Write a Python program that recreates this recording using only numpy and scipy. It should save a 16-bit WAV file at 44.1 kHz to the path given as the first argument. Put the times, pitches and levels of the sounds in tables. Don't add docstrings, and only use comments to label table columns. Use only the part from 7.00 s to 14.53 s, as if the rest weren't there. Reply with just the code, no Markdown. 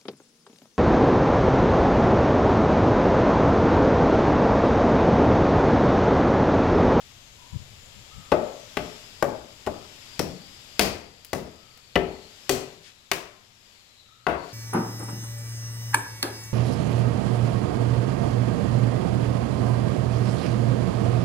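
import sys
import numpy as np
from scipy import signal
from scipy.fft import rfft, irfft
from scipy.io import wavfile
from scipy.ndimage import uniform_filter1d

SR = 44100
rng = np.random.default_rng(int(sys.argv[2]) if len(sys.argv) > 2 else 0)


def master(y):
    cut = np.clip(np.atleast_2d(y).T, -1, 1)
    pcm = np.round(cut * 32767)
    wavfile.write(sys.argv[1], SR, pcm.astype(np.int16))


N = 332073
SIZE = 32768
T, HZ = np.arange(SIZE) / SR, np.fft.rfftfreq(SIZE, 1 / SR)
SCENE_T, SCENE_HZ = np.arange(N) / SR, np.fft.rfftfreq(N, 1 / SR)


def amp(db):
    return 10 ** (np.asarray(db) / 20)


def unit(x):
    return x / np.sqrt(np.mean(x ** 2) + 1e-20)


def read(points, hz):
    f, value = np.transpose(points)
    return np.interp(np.log(hz + 1), np.log(f + 1), value)


def curve(points):
    return np.interp(SCENE_T, *np.transpose(points))


def add(mix, start_s, sound):
    part = mix[..., max(round(start_s * SR), 0):][..., :sound.shape[-1]]
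    part += sound[..., :part.shape[-1]]


def causal(db):
    cepstrum = irfft(np.log(amp(db)))
    cepstrum[1:SIZE // 2] *= 2
    cepstrum[SIZE // 2 + 1:] = 0
    return np.exp(rfft(cepstrum))


def flattener(spectrum):
    bins, energy = np.arange(len(HZ)), np.cumsum(abs(spectrum) ** 2)
    low, high = np.maximum(bins * 5 // 6 - 40, 0), np.minimum(bins * 6 // 5 + 40, bins[-1])
    return causal(-10 * np.log10((energy[high] - energy[low]) / (high - low) + 1e-12))


def waveform(spectrum):
    return irfft(spectrum) * np.clip(5 - 6 * T / T[-1], 0, 1)


def noise_pair(size, coherence):
    left, other = rfft(rng.standard_normal((2, size)))
    coherence = np.clip(coherence, -1, 1)
    return np.array([left, coherence * left + np.sqrt(1 - coherence ** 2) * other])


# frequency_hz, coherence
DIFFUSE_FIELD = [(60, 0.84), (250, 0.69), (600, 0.37), (1400, -0.23), (3000, -0.13), (15000, 0.22)]
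def diffuse(hz):
    return read(DIFFUSE_FIELD, hz)


# start_s, length_s, loaded_pitch_hz, whine_gain_db
DISC_BITES = [(1.423, 1.38, 4830, -7), (2.92, 0.5, 4400, -2), (3.52, 0.85, 4750, -3),
              (4.46, 0.79, 4270, -3.5), (5.45, 0.74, 3700, -7), (6.55, 0.63, 3600, 1), (7.3, 0.2, 4400, 1)]
def disc(start_hz=5800, free_hz=7520, free_db=-9.5, sag_s=0.28, recover_s=0.58, swell_s=0.3):
    pitch = free_hz + (start_hz - free_hz) * np.exp(-SCENE_T / recover_s)
    db = np.full(N, free_db)
    for start_s, length_s, loaded_hz, loaded_db in DISC_BITES:
        press = (start_s, loaded_hz, loaded_db, sag_s)
        lift = (start_s + length_s, free_hz, free_db, recover_s)
        for at_s, goal_hz, goal_db, lag_s in press, lift:
            i = min(round(at_s * SR), N - 1)
            pitch[i:] = goal_hz + (pitch[i] - goal_hz) * np.exp(-SCENE_T[:N - i] / lag_s)
            db[i:] = goal_db + (db[i] - goal_db) * np.exp(-SCENE_T[:N - i] / swell_s)
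    return pitch, db


# frequency_hz, relative_db
HISS_SPECTRUM = [(120, -18), (200, -0.5), (290, -6), (750, -6), (1500, -7), (2600, -3), (3450, -1.5),
                 (4200, -5), (5100, -3.5), (6000, -8.5), (7500, -5.5), (8600, -18.5), (12400, -17.5),
                 (16000, -27)]
# time_s, gain_db
GRINDER_GAIN = [(0.0, -55), (0.29, -56), (1.66, -52.5), (1.86, -49.5), (2.41, -55.5), (2.75, -53.5),
                (3.14, -51.5), (3.36, -54), (3.88, -52.5), (4.03, -59), (4.91, -59), (5.56, -53),
                (5.87, -60.5), (6.52, -61.5), (6.73, -59.5), (7.3, -65), (7.45, -54.5), (7.53, -53.5)]
def grinder(hiss_db=7.5, whine_db=4.5, whine_width_hz=450, flutter_db=2, flutter_s=0.05):
    hiss_spectrum = noise_pair(N, diffuse(SCENE_HZ)) * amp(read(HISS_SPECTRUM, SCENE_HZ))
    hiss = amp(hiss_db) * unit(irfft(hiss_spectrum, N))
    pitch_hz, load_db = disc()
    flutter = amp(flutter_db * unit(uniform_filter1d(rng.standard_normal(N), round(flutter_s * SR))))
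    tone = resonate(rng.standard_normal((2, N)), pitch_hz, whine_width_hz)
    whine = amp(whine_db + load_db) * unit(flutter * tone)
    return (hiss + whine) * amp(curve(GRINDER_GAIN))


def resonate(x, pitch_hz, width_hz):
    turn = np.exp(2j * np.pi * np.cumsum(pitch_hz * np.ones(x.shape[-1])) / SR)
    pole = np.exp(-np.pi * width_hz / SR)
    return (turn * signal.lfilter([(1 - pole) ** 2], [1, -2 * pole, pole ** 2], x / turn)).real


# frequency_hz, relative_db
RUMBLE_SPECTRUM = [(20, -3), (60, -4), (120, 2), (250, -27.5), (600, -19.5), (3000, -74.5)]
# time_s, level_db
RUMBLE_LEVEL = [(0, -55.5), (.5, -54.5), (.65, -49), (1.25, -55), (1.6, -55.5), (3.5, -56.5), (4.2, -59),
                (7.53, -66)]
def rumble(coherence=0.74):
    spectrum = noise_pair(N, coherence) * amp(read(RUMBLE_SPECTRUM, SCENE_HZ))
    return amp(curve(RUMBLE_LEVEL)) * unit(irfft(spectrum, N))


# start_s, length_s, pitch_hz, level_db
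FAR_WHISTLES = [(0.327, 0.31, 980, -57), (1.068, 0.32, 1257, -52), (2.712, 0.175, 1270, -53),
                (4.48, 0.387, 1270, -60.5), (7.034, .28, 1304, -60)]
def whistles(width_hz=120):
    out = np.zeros((2, N))
    for start_s, length_s, pitch_hz, level_db in FAR_WHISTLES:
        tone = resonate(rng.standard_normal((2, SIZE)), pitch_hz, width_hz)[:, :round(length_s * SR)]
        add(out, start_s, amp(level_db) * unit(tone) * signal.windows.tukey(tone.shape[1], 0.5))
    return out


# start_s, length_s, level_db
DRAUGHT_PUFFS = [(0.517, 0.038, -35.5), (0.539, 0.041, -27.5), (0.572, 0.067, -41), (0.937, .08, -49.5),
                 (1.128, 0.11, -41.5)]
def draught(band_hz=(45, 150)):
    out = np.zeros((2, N))
    band = signal.butter(3, band_hz, "band", fs=SR, output="sos")
    for start_s, length_s, level_db in DRAUGHT_PUFFS:
        air = signal.sosfilt(band, rng.standard_normal(SIZE))[-round(length_s * SR):]
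        add(out[0], start_s, amp(level_db) * unit(air * np.hanning(len(air))))
    return out


def mode_swarm(decays, coherence, rise_s):
    noise, swarm = noise_pair(SIZE, coherence), 0
    centres_hz, t60s = np.transpose(decays)
    for t60_s, share in zip(t60s, np.eye(len(centres_hz))):
        band = irfft(noise * read(np.c_[centres_hz, share], HZ))
        swarm = swarm + band * amp(-60 * T / t60_s) / np.sqrt(t60_s)
    spectra = rfft(swarm * (1 - np.exp(-T / rise_s)))
    return spectra * flattener(spectra[0])


# frequency_hz, t60_s
CLATTER_DECAY = [(100, 0.07), (500, 0.05), (1200, 0.047), (3000, 0.035), (10000, 0.03)]
# delay_s, gain
NEAR_ECHOES = [(.0027, 0.22), (.0052, 0.083), (0.018, .22)]
# frequency_hz, t60_s
HALL_DECAY = [(100, 0.53), (400, 0.53), (1000, 0.59), (2500, 0.51), (6000, 0.43), (14000, 0.28)]
# frequency_hz, relative_db
HALL_BALANCE = [(100, 7.5), (500, 0.5), (1500, -2.5), (4000, -3), (12000, -2.5)]
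def impact(hall_db, contact_gain, contact_s=0.00028, hall_delay_s=0.0065, imprint=0.41):
    snap = rfft(rng.standard_normal(SIZE) * (T / contact_s) * np.exp(-T / contact_s))
    snap = snap * flattener(snap) * HZ / (HZ + 500)
    coherence = read([(200, 1.0), (1000, 0.8), (8000, 0.63)], HZ)
    clatter = mode_swarm(CLATTER_DECAY, coherence, rise_s=0.0008)
    echoes = sum(gain * np.exp(-2j * np.pi * HZ * delay_s) for delay_s, gain in NEAR_ECHOES)
    near = (contact_gain * snap + clatter) * (1 + echoes)
    hall = mode_swarm(HALL_DECAY, diffuse(HZ), rise_s=0.0075) * np.exp(-2j * np.pi * HZ * hall_delay_s)
    hall *= causal(imprint * 20 * np.log10(abs(clatter[0]) + 0.086))
    wet = amp(hall_db + read(HALL_BALANCE, HZ))
    return (near * flattener(near[0]) + wet * hall * flattener(hall[0])) / np.sqrt(1 + wet ** 2)


# frequency_hz, gain_db
WOOD_SPECTRUM = [(30, 8.5), (60, 23), (110, 20.5), (200, 25), (380, 26.5), (620, 26.5), (1000, 18),
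                 (1600, 14.5), (2500, 14.5), (3700, 7.5), (5000, 7.5), (7500, 0.5), (8700, -4), (15000, -5)]
def wood_colour(shape_db, note_hz, boost_db, q):
    note_power = 1 + (amp(boost_db) ** 2 - 1) / (1 + (2 * q * (HZ / note_hz - 1)) ** 2)
    return causal(read(WOOD_SPECTRUM, HZ) + shape_db + 10 * np.log10(note_power))


# start_s, gain_db, tilt_db_per_octave, clack_boost_db
HAMMER_TOUCHES = [(1.3185, -5, -1.5, 3.5), (2.665, -17.5, 1.5, 5), (4.248, -40, 9, 3),
                  (4.775, -39.5, 5.5, 1), (4.9564, -8, 1, 18.5)]
def hammer_touches(clack_hz=3000):
    out = np.zeros((2, N))
    tap = impact(hall_db=-9, contact_gain=1.3)
    octaves = np.log2(HZ / 1000 + 0.1)
    for start_s, gain_db, tilt, clack_db in HAMMER_TOUCHES:
        colour = wood_colour(gain_db + tilt * octaves, clack_hz, clack_db, q=9.8)
        add(out, start_s, waveform(tap * colour))
    return out


# pitch_hz, relative_db, t60_s
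STUMP_MODES = [(168, -2.5, 0.7), (197, -9, 0.6), (383, 2.5, 0.49), (429.4, 5, 0.55), (531, -12, 0.51),
               (608, -5.5, 0.62), (698, 5, 0.45), (818, -2.5, 0.36), (1323, -2, 0.71), (1983, 8, 0.037),
               (2550, -15.5, .25)]
def stump_ring(limb_hz, others_db=-10, reach_octaves=0.1, gain_db=-17, rise_s=0.0009):
    out = 0
    for pitch_hz, mode_db, t60_s in STUMP_MODES:
        drive = amp(others_db) + np.exp(-(np.log2(pitch_hz / limb_hz) / reach_octaves) ** 2)
        envelope = amp(-60 * T / t60_s) * (1 - np.exp(-T / rise_s))
        mode = np.sin(2 * np.pi * (pitch_hz * T + rng.random())) * envelope
        out = out + drive * amp(mode_db + gain_db) * mode / np.linalg.norm(mode)
    return rfft(out)


def struck_spot(body_db, hollow_hz, hollow_db, soft_hz, crack_db, crack_hz, q=1.22):
    hz = HZ + 1
    hollow = 1 + (amp(hollow_db) ** 2 - 1) / (1 + (q * (hz / hollow_hz - hollow_hz / hz)) ** 2)
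    body = amp(body_db) ** 2 * hollow / (1 + (hz / soft_hz) ** 4)
    crack = amp(crack_db) ** 2 / (1 + (crack_hz / hz) ** 4)
    return 10 * np.log10(body + crack)


# start_s, body_db, hollow_hz, hollow_boost_db, soft_hz,
# crack_db, hall_db, limb_hz, ring_db, note_hz, note_boost_db, steel_db
HAMMER_BLOWS = [(1.321, -7.5, 570, 18.5, 5230, -11.5, -3, 604, -9, 1284, 10, -44.5),
                (1.770, -3, 3360, 7, 2800, -5, -5, 607, -6.5, 1253, 5, -30),
                (2.225, -0.6, 1640, 13.5, 1000, -0.5, -4.5, 540, -9, 560, 8.5, -43),
                (2.671, -4, 1195, 7.5, 960, -14, -6.5, 545, -16, 7360, 11, -34),
                (3.1932, -2.1, 154, 6, 2130, 5, -4, 300, -10.5, 5500, 8.5, -47.5),
                (3.794, 3, 2410, 5.5, 10000, 15, 0, 198, -6.5, 4700, 6.5, -23),
                (4.3312, -2.5, 169, 1.5, 1720, 1, -2.5, 198, -5.5, 2025, 7.5, -30.5),
                (4.959, 4, 2500, -0.5, 2900, -12, -4, 358.5, -1.5, 2010, 10.5, -31.5),
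                (5.4939, -0.8, 170, 2.5, 7130, 11.5, 0, 388, -4, 7570, 7.5, -34),
                (6.1153, -10.5, 2180, 17, 9900, 9, -4.5, 367, -10.5, 1040, 7.5, -34),
                (7.267, -1.3, 1090, 9.5, 3060, -11, 2, 730, -16, 1460, 6.5, -26)]
def hammer_blows(crack_hz=4800, steel_hz=8880, steel_t60_s=0.54):
    out = np.zeros((2, N))
    steel = np.sin(2 * np.pi * steel_hz * T) * amp(-60 * T / steel_t60_s)
    steel /= np.linalg.norm(steel)
    for (start_s, body_db, hollow_hz, hollow_boost_db, soft_hz, crack_db,
         hall_db, limb_hz, ring_db, note_hz, note_boost_db, steel_db) in HAMMER_BLOWS:
        contact_gain = 0.86 * (soft_hz / crack_hz) ** 0.39
        spot_db = struck_spot(body_db, hollow_hz, hollow_boost_db, soft_hz, crack_db, crack_hz)
        colour = wood_colour(spot_db, note_hz, note_boost_db, q=17)
        knock = impact(hall_db, contact_gain) + amp(ring_db) * stump_ring(limb_hz)
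        add(out, start_s, waveform(knock * colour) + amp(steel_db) * steel)
    return out


def hand_brush(start_s=5.79, length_s=0.16, level_db=-51, band_hz=(1500, 6000)):
    out = np.zeros((2, N))
    band = signal.butter(2, band_hz, "band", fs=SR, output="sos")
    rub = signal.sosfilt(band, rng.standard_normal((2, SIZE)))[:, :round(length_s * SR)]
    add(out, start_s, amp(level_db) * unit(rub * np.hanning(rub.shape[1])))
    return out


def scene():
    return hammer_blows() + hammer_touches() + grinder() + whistles() + rumble() + draught() + hand_brush()


# frequency_hz, gain_db
RIGHT_SHADING = [(50, -3.5), (180, -6.5), (500, -9.5), (1300, -11), (4000, -7.5), (7500, -19.5),
                 (9500, -3.5), (15000, -6)]
def record(dry):
    right_delay_s, cutoff_hz = 2.2e-5, 15800
    spectra, hz = rfft(dry, 2 * N), np.fft.rfftfreq(2 * N, 1 / SR)
    spectra[1] *= amp(read(RIGHT_SHADING, hz)) * np.exp(-2j * np.pi * hz * right_delay_s)
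    clipped = np.clip(irfft(spectra)[:, :N], -1, 1)
    lowpass = signal.firwin(151, cutoff_hz, window=("kaiser", 9), fs=SR)
    return signal.oaconvolve(clipped, lowpass[None], "same")


dry = scene()
out = record(dry)
master(out)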